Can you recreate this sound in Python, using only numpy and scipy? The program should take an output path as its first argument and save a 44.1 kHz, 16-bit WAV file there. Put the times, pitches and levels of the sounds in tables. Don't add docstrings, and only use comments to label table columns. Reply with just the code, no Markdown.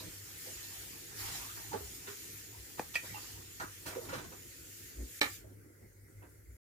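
import sys
import numpy as np
from scipy import signal
from scipy.fft import rfft, irfft, next_fast_len
from scipy.io import wavfile
from scipy.ndimage import uniform_filter1d, map_coordinates

SR = 44100
rng = np.random.default_rng(int(sys.argv[2]) if len(sys.argv) > 2 else 0)


def store_pcm(level_fs):
    pcm = np.round(np.clip(level_fs, -1, 1) * 32767).astype(np.int16)
    wavfile.write(sys.argv[1], SR, np.atleast_2d(pcm).T)


def voltage_ratio(decibels):
    exponent = np.asarray(decibels, float) / 20
    return 10 ** exponent


N = 295189

# (frequency [Hz], relative gain [dB])
KITCHEN_COLOUR = [(290, -32), (500, -21.5), (553, -0.5), (640, -40.5), (750, -24.5), (960, -31.5),
                  (1420, -5.5), (1770, -10.5), (2070, -4), (2700, -24.5), (3500, -39), (4500, -22),
                  (7310, -15.5), (12700, -12.5), (16000, -21)]
# (centre [Hz], half width to 1/e [Hz])
HUM_BANDS = [(58, 21), (101, 8.9)]
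# (time of peak [s], level [dB], fall t60 [s])
BUMPS = [(1.25, -48, 0.5), (1.84, -46.5, 0.19), (3.12, -56, 0.73), (3.64, -56, 0.44), (4.3, -58.5, 0.5),
         (5.27, -56, 0.28), (6.5, -49.5, 0.81)]
# (time of peak [s], level [dB], frequency [Hz], Gaussian half width [s])
WORKTOP_THUD = (5.017, -34, 58.5, .028)
# (time [s], hiss level [dB], splash level over the hiss [dB])
TAP_FLOW = [(0, -54, -4.5), (.15, -53, -14.5), (.76, -51, -9.5), (1.15, -53.5, -11), (1.205, -45.5, -7.5),
            (1.29, -47, -3.5), (1.39, -47.5, -5), (1.54, -53.5, -8.5), (3.0, -54.5, -17),
            (3.07, -49.5, -7.5), (3.4, -55, -10.5), (5.36, -55.5, -27), (5.44, -71.5, -16),
            (5.6, -78.5, -20)]
# (frequency [Hz], relative gain [dB])
HISS_COLOUR = [(710, -62.5), (1200, -12.5), (1770, -3), (3950, -6.5), (6800, -0.5), (10500, -5),
               (12600, -5), (15000, -1), (16000, -60)]
# (centre [Hz], half width [Hz], boost [dB])
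WHISTLES = [(1827, 18, 8), (6900, 79, 7.5), (11100, 27, 9.5), (12410, 130, 9.5), (13800, 130, -3.5)]
# (frequency [Hz], relative gain [dB])
SPLASH_COLOUR = [(500, -23.5), (750, -4.5), (1500, -9), (3300, -7.5), (5500, -6), (9000, -50), (15000, -44)]
# (frequency [Hz], left-right likeness [0-1])
PORT_LIKENESS = [(60, 0.94), (130, 0.81), (240, 1), (950, 0.099), (3770, 0.033), (15000, 0.01)]
# (frequency [Hz], left over right [dB])
PORT_BALANCE = [(60, 1), (180, 0), (550, -4), (1650, -1.5), (4970, -4), (15000, 5.5)]
# (frequency [Hz], t60 [s])
WALL_DECAY = [(200, 0.018), (2000, 0.24), (10000, 0.04)]
# (time [s], level [dB], rattle level over the push [dB], left over right [dB])
KNOCKS = [(2.7948, -36.5, -26.5, 5)]
# (time [s], level [dB], rattle level over the push [dB], left over right [dB])
CLINKS = [(2.9548, -26.5, -20.5, 0.0024), (2.968, -39.5, -25.5, 0)]
# (time [s], level [dB], rattle level over the push [dB], left over right [dB])
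CLACKS = [(5.2138, -26, -24, -4.5), (5.2156, -33.5, -24.5, -4.5), (5.2305, -36, -27, -5.5),
          (5.245, -42, -30.5, -7.5), (5.262, -47, -24, -6.5)]
# (time [s], level [dB], rattle over the push [dB], left over right [dB])
CRACKS = [(2.9538, -41, -2.5, 1), (5.214, -35, -2.5, -5), (5.23, -36, -4.5, 0), (5.255, -42.5, -1, -5)]
# (frequency [Hz], relative level [dB], t60 [s])
BOWL_MODES = [(215, -1.5, 0.053), (300, 2, 0.057), (490, 7, 0.036), (595, 7.5, 0.016), (800, 12, 0.018),
              (1160, 1.5, .012), (1580, 9, 0.0073), (1990, -10.5, .015), (1750, -9, 0.04),
              (2450, 1.5, 0.019), (3600, -7.5, 0.0093), (4700, -6.5, 0.0128), (5460, -9.5, 0.0101)]
# (frequency [Hz], relative level [dB], t60 [s])
SPOON_MODES = [(620, -8.5, 0.011), (1100, -16, 0.0051), (1786, -4, 0.03), (1870, 1.5, 0.039),
               (1967, -4.5, 0.049), (2270, -15, .04), (2360, -1, 0.04), (2450, -3, 0.022),
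               (2500, -5.5, 0.081), (2660, -8.5, 0.047), (3120, -9, 0.044), (3320, -19, 0.057),
               (3850, -10, 0.013), (4510, -9, 0.046), (5030, -8.5, 0.016), (6170, -25.5, .015),
               (7740, -3, 0.016), (9040, -21, 0.011)]
# (frequency [Hz], relative level [dB], t60 [s])
CLACK_MODES = [(298.3, -13, 0.13), (458, -14.5, 0.12), (563, -18, 0.12), (795, -9, 0.15), (920, -13.5, .02),
               (1169, -10, 0.18), (1242, -9, .09), (1383, -10.5, 0.12), (1620, -9, .015),
               (1775, -4.5, 0.071), (1876, -12, .08), (1995, -5.5, 0.063), (2120, -1, 0.039),
               (2340, 8, 0.018), (2450, -25.5, 0.087), (2790, -0.5, 0.015), (3180, 0.5, 0.025),
               (3620, 1.5, 0.018), (3950, 3.5, 0.016), (4400, -3, 0.021), (5220, 2.5, 0.007),
               (6060, -10, 0.008), (7850, 1, 0.0076)]
# (time of peak [s], level [dB], fall t60 [s])
SPITS = [(1.95, -53.5, 0.22), (2.09, -55.5, 1), (2.795, -51, 0.21), (2.958, -46, 0.16), (3.62, -51, 0.16),
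         (3.88, -47, 0.3), (4.16, -51, 0.12), (5.218, -41.5, 0.18)]
# (time of peak [s], level [dB], fall t60 [s])
HEAVES = [(.07, -49.5, 0.24), (1.0, -58.5, 11), (1.3, -60.5, 1.6), (1.75, -52, 0.44), (2.22, -62, 3.9),
          (2.795, -54, 0.79), (3.12, -56, 1.2), (3.4, -59, 0.85), (3.64, -47, 0.21), (3.88, -55, 0.56),
          (4.15, -46, 1.1), (4.43, -62, 27), (5.0, -50.5, 0.42), (5.25, -46, 0.2), (5.44, -59.5, 0.93),
          (5.66, -54.5, 0.2), (5.83, -56.5, 0.24), (6.22, -63, 0.84)]
# (frequency [Hz], relative gain [dB])
CHURN_COLOUR = [(120, 0.5), (150, 1.5), (200, -7), (320, 1), (480, -5), (620, -18), (1000, -23.5),
                (2500, -50)]
# (time [s], level [dB])
SNAPS = [(1.32, -48), (1.395, -50), (1.729, -38), (2.071, -43.5), (2.091, -51), (3.599, -33.5),
         (3.861, -41), (3.877, -45), (3.886, -43), (3.95, -41.5), (3.906, -56), (3.925, -55), (4.02, -60),
         (4.05, -44.5), (4.092, -37.5), (4.131, -37.5), (4.137, -35.5), (4.152, -44), (4.166, -48),
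         (4.182, -38.5), (4.196, -55), (4.242, -41.5), (4.325, -48)]
# (frequency [Hz], relative level [dB], t60 [s])
SNAP_MODES = [(600, -6, 0.0027), (1400, -5, 0.0036), (2430, -8, 0.0016), (3900, -11.5, 0.0023),
              (6000, 0.5, 0.0008)]
# (time [s], level [dB], frequency [Hz], t60 [s])
PLOPS = [(1.716, -41, 910, 0.079), (1.73, -35.5, 853, 0.088), (1.737, -32, 425, 0.082),
         (1.746, -30, 417, .04), (1.806, -44, 419, 0.14), (2.078, -45, 401, 0.2),
         (3.142, -41.5, 867, 0.073), (3.146, -42.5, 2634, 0.058), (3.603, -38, 1400, 0.052),
         (3.612, -37, 820, 0.033), (3.613, -46, 1480, 0.036), (3.959, -31.5, 370, 0.06),
         (3.964, -36, 500, 0.078), (3.979, -34.5, 490, 0.074), (4.127, -36, 502, 0.074)]
# (time [s], relative level [dB], middle grain pitch [Hz], pitch spread [octaves], fall t60 [s])
GRAIN_CROWDS = [(0.015, -43, 337, 0.61, 0.36), (0.635, -46, 4400, 0.15, .1), (0.47, -52.5, 526, 0.26, 0.1),
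                (1.275, -37.5, 1330, 0.6, 0.59), (1.465, -54.5, 925, 0.29, 0.056),
                (1.489, -54, 1356, 0.11, 0.071), (1.565, -49, 1670, 0.28, 0.17),
                (1.575, -53.5, 850, 0.2, 0.14), (1.74, -38, 800, 0.48, 0.17),
                (1.734, -47, 3300, 0.43, 0.13), (1.724, -46, 1287, 0.28, 0.11),
                (1.741, -51, 215, 0.17, 0.14), (2.076, -34.5, 2090, 0.77, .18),
                (2.538, -60, 977, 0.16, 0.12), (2.787, -39.5, 1100, 1.03, 0.043),
                (2.947, -31.5, 3500, 0.78, 0.045), (3.042, -45, 694, 0.91, 0.057),
                (3.09, -49.5, 2047, 0.072, 0.2), (3.165, -48.5, 1000, .3, .08),
                (3.607, -38, 1400, 0.26, 0.088), (3.62, -40, 710, 0.91, 0.14),
                (3.643, -51, 1240, 0.22, 0.15), (3.865, -26, 1714, 1.98, 0.18), (3.871, -45, 303, 0.77, .2),
                (3.91, -35.5, 697, 0.98, 0.4), (4.02, -42, 497, 0.63, 0.23), (4.091, -41, 1000, 0.75, 0.13),
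                (4.128, -32, 1600, 0.82, 0.17), (4.182, -38, 910, 0.99, 0.2), (4.324, -45, 452, 1, 0.12),
                (4.999, -45, 246, 0.44, 0.17), (5.451, -51.5, 337, 0.71, 0.26), (5.511, -56, 250, 0.47, .1),
                (5.802, -59.5, 237, 0.75, 0.23), (5.845, -55, 195, .6, .12),
                (6.229, -48.5, 707, 0.85, 0.15)]

RUMBLE_DB, HUM_DB, HUM_TONE_DB, CHURN_DB, KITCHEN_DB = -65.5, -63, -66, -72.5, -69.0
SPIT_RISE, HEAVE_RISE, BUMP_RISE = 0.27, 0.68, 0.41
CROWD_RISE_S, SLOWER_WHEN_LOW = 0.014, 0.3
PLOP_RISE_S, PLOP_WANDER = 0.0015, 0.027
CONTACT_S = 0.00016
BATTER_LEAD_S, ROOM_LEAD_S = 0.00033, 0.00047
DROPOUT_START_S, DROPOUT_END_S, END_S = 5.2005, 5.2065, 6.568


def unit(x):
    return x / np.sqrt(np.mean(np.mean(x, axis=0) ** 2) + 1e-20)


def along(points, hz):
    f, v = np.transpose(points)
    return np.interp(np.log(hz + 1), np.log(f + 1), v)


def curves(rows):
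    s, *cols = np.transpose(rows)
    return [np.interp(np.arange(N) / SR, s, c) for c in cols]


def wobble(rate):
    knots = rng.standard_normal(N // 400)
    return map_coordinates(knots, [np.arange(N) * min(rate, 100) / SR])


def swells(rows, rise):
    s, db, fall = np.transpose(rows)[..., None]
    late = np.arange(N) / SR - s
    distance = np.where(late < 0, -late / rise, late)
    return np.sqrt(np.sum(voltage_ratio(db - 60 * distance / fall) ** 2, axis=0))


def filtered(x, response):
    m = next_fast_len(N + SR // 2)
    return irfft(rfft(x, m) * response(np.fft.rfftfreq(m, 1 / SR)), m)[..., :N]


def placed(x, pan_db, lead):
    shift = lambda hz: np.exp(1j * np.pi * hz * lead * np.array([[1], [-1]]))
    return filtered(x, shift) * voltage_ratio([[pan_db / 2], [-pan_db / 2]])


def rush(gain, patchy_db):
    z = signal.stft(rng.standard_normal((2, N)), nperseg=512)[2]
    field = rng.standard_normal(z.shape[1:])
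    field = uniform_filter1d(field, size=5, axis=0)
    field = uniform_filter1d(field, size=10, axis=1)
    pair = signal.istft(z * voltage_ratio(patchy_db * field / field.std()), nperseg=512)[1][:, :N]
    turn = lambda hz: np.arccos(np.clip(along(PORT_LIKENESS, hz), -1, 1)) / 2
    mid, side = filtered(pair, lambda hz: gain(hz) * [np.cos(turn(hz)), np.sin(turn(hz))])
    return unit(placed(np.array([mid + side, mid - side]), 0, ROOM_LEAD_S))


def coloured(points, patchy_db):
    return rush(lambda hz: voltage_ratio(along(points, hz)), patchy_db)


def band_noise(centre, width):
    return rush(lambda hz: np.exp(-((hz - centre) / width) ** 2), patchy_db=3.5)


def walls(x):
    hz, t, z = signal.stft(rng.standard_normal((2, SR // 2)), SR, nperseg=256)
    decay = voltage_ratio(-60 * t / along(WALL_DECAY, hz)[:, None])
    tail = signal.istft(z * decay, SR, nperseg=256)[1]
    tail = tail / np.linalg.norm(tail[0])
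    return signal.fftconvolve(np.pad(x, (80, 0))[None], tail, axes=1)[:, :N]


def kitchen_noise():
    return voltage_ratio(KITCHEN_DB) * coloured(KITCHEN_COLOUR, patchy_db=-3.0)


def worktop_rumble():
    gain = np.hypot(voltage_ratio(RUMBLE_DB + 1.7 * wobble(21.0)), swells(BUMPS, BUMP_RISE))
    return gain * band_noise(*HUM_BANDS[0])


def fridge_hum():
    noise = voltage_ratio(HUM_DB + 2.5 * wobble(5.4)) * band_noise(*HUM_BANDS[1])
    pitch = HUM_BANDS[1][0] + 3 * wobble(7.3)
    tone = np.sqrt(2) * np.sin(2 * np.pi * np.cumsum(pitch) / SR)
    return noise + voltage_ratio(HUM_TONE_DB + 3.0 * wobble(4)) * tone


def thud():
    s, db, hz, width = WORKTOP_THUD
    t = np.arange(N) / SR - s
    return voltage_ratio(db) * np.exp(-(t / width) ** 2 / 2) * np.cos(2 * np.pi * hz * t)


def tap():
    hiss_db, over_db = curves(TAP_FLOW)
    whistle_db = lambda hz: sum(db * np.exp(-((hz - c) / w) ** 2) for c, w, db in WHISTLES)
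    colour = lambda hz: voltage_ratio(along(HISS_COLOUR, hz) + whistle_db(hz))
    hiss = voltage_ratio(hiss_db + 1.3 * wobble(6.4)) * rush(colour, patchy_db=2.0)
    splash = voltage_ratio(hiss_db + over_db + 1.2 * wobble(30)) * coloured(SPLASH_COLOUR, patchy_db=3.5)
    return hiss + splash


def struck(blows, modes, rattle_t60, wet_db, lead, waver=0.02):
    t = np.arange(SR // 2) / SR
    ring = np.zeros(len(t))
    for k, (hz, level, t60) in enumerate(modes):
        turns = hz * np.cumsum(1 + waver * wobble(90)[:len(t)]) / SR
        ring += (-1) ** k * voltage_ratio(level - 60 * t / t60) * np.sin(2 * np.pi * turns)
    ring = ring * (1 - np.exp(-t / CONTACT_S))
    force = np.zeros((2, N + SR))
    for s, db, rattle_db, pan_db in blows:
        push = voltage_ratio(rattle_db - 60 * t / rattle_t60) * rng.standard_normal(len(t))
        push[0] = 1
        pan = voltage_ratio([[pan_db / 2], [-pan_db / 2]])
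        force[:, round(s * SR):][:, :len(t)] += voltage_ratio(db) * push * pan
    near = signal.fftconvolve(force, ring[None], axes=1)[:, :N]
    return placed(near, 0, lead) + voltage_ratio(wet_db) * walls(near.mean(axis=0))


def clack():
    return struck(CLACKS, CLACK_MODES, rattle_t60=0.034, wet_db=-9.5, lead=-0.00017, waver=0.017)


def cracks():
    return struck(CRACKS, SNAP_MODES, rattle_t60=0.061, wet_db=-5.5, lead=-0.00011)


def knock():
    return struck(KNOCKS, BOWL_MODES, rattle_t60=0.02, wet_db=-11.5, lead=-0.000018)


def clink():
    return struck(CLINKS, SPOON_MODES, rattle_t60=0.016, wet_db=-11, lead=-0.000052, waver=0.012)


def spits():
    return swells(SPITS, SPIT_RISE) * coloured(HISS_COLOUR, patchy_db=2.0)


def churn():
    heave = np.hypot(voltage_ratio(CHURN_DB + 1.1 * wobble(10)), swells(HEAVES, HEAVE_RISE))
    return heave * voltage_ratio(0.44 * wobble(41)) * coloured(CHURN_COLOUR, patchy_db=1.6)


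def snaps():
    blows = [(s, db, -9, -2) for s, db in SNAPS]
    return struck(blows, SNAP_MODES, rattle_t60=0.045, wet_db=2, lead=BATTER_LEAD_S)


def plops(wet_db):
    out, t = np.zeros(N + SR), np.arange(SR // 4) / SR
    for s, db, hz, t60 in PLOPS:
        pitch = hz * (1 + PLOP_WANDER * wobble(55)[:len(t)])
        envelope = voltage_ratio(db - 60 * t / t60) * (1 - np.exp(-t / PLOP_RISE_S))
        out[round(s * SR):][:len(t)] += envelope * np.sin(2 * np.pi * np.cumsum(pitch) / SR)
    return placed(out[:N], pan_db=-3.5, lead=BATTER_LEAD_S) + voltage_ratio(wet_db) * walls(out[:N])


def grain_crowds(turns, scatter_db, wet_db):
    out, t = np.zeros(N + SR), np.arange(SR // 20) / SR
    for s, db, hz, spread, fall in GRAIN_CROWDS:
        rise = CROWD_RISE_S * (hz / 1000) ** -SLOWER_WHEN_LOW
        late = rng.random(size=320) * (rise + fall / 2) - rise
        pitch, size = rng.standard_normal(size=(2, 320))
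        swell = np.where(late < 0, np.abs(1 + late / rise) ** 0.5, voltage_ratio(-60 * late / fall))
        f = np.clip(hz * 2 ** (spread * pitch), 45, 14000)[:, None]
        decay = np.exp(-f * t * spread / turns)
        shape = np.sin(2 * np.pi * f * t) * decay * (1 - np.exp(-3 * f * t))
        loudness = voltage_ratio(db + scatter_db * (np.tanh(size / 2) * 2 - 3.5)) * swell
        grains = loudness[:, None] * shape * np.sqrt(f / hz)
        start = np.maximum(np.round((s + late) * SR), 0).astype(int)
        places = start[:, None] + np.arange(len(t))
        out += np.bincount(places.ravel(), grains.ravel(), len(out))
    return placed(out[:N], pan_db=-3.0, lead=BATTER_LEAD_S) + voltage_ratio(wet_db) * walls(out[:N])


def scene():
    background = kitchen_noise() + worktop_rumble() + fridge_hum() + thud() + tap()
    blows = clack() + cracks() + knock() + clink() + spits()
    batter = churn() + snaps() + plops(wet_db=-1.5) + grain_crowds(turns=2.0, scatter_db=4.5, wet_db=-1.0)
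    return background + blows + batter


def top_cut(x):
    return signal.sosfilt(signal.butter(12, 16320, fs=SR, output="sos"), x)


def record(dry):
    t = np.arange(N) / SR
    balance = lambda hz: voltage_ratio(along(PORT_BALANCE, hz) / 2 * np.array([[1], [-1]]))
    ports = lambda hz: balance(hz) / (1 + (42 / (hz + 1)) ** 4)
    outside = np.maximum(DROPOUT_START_S - t, t - DROPOUT_END_S)
    gap = np.clip(outside / 0.003, 0, 1)
    fade = voltage_ratio(-np.clip((t - END_S) / 0.0028, 0, 1) * 54.5) * (t < END_S + 0.03)
    return top_cut(filtered(dry, ports) * gap * fade)


dry = scene()
out = record(dry)
store_pcm(out)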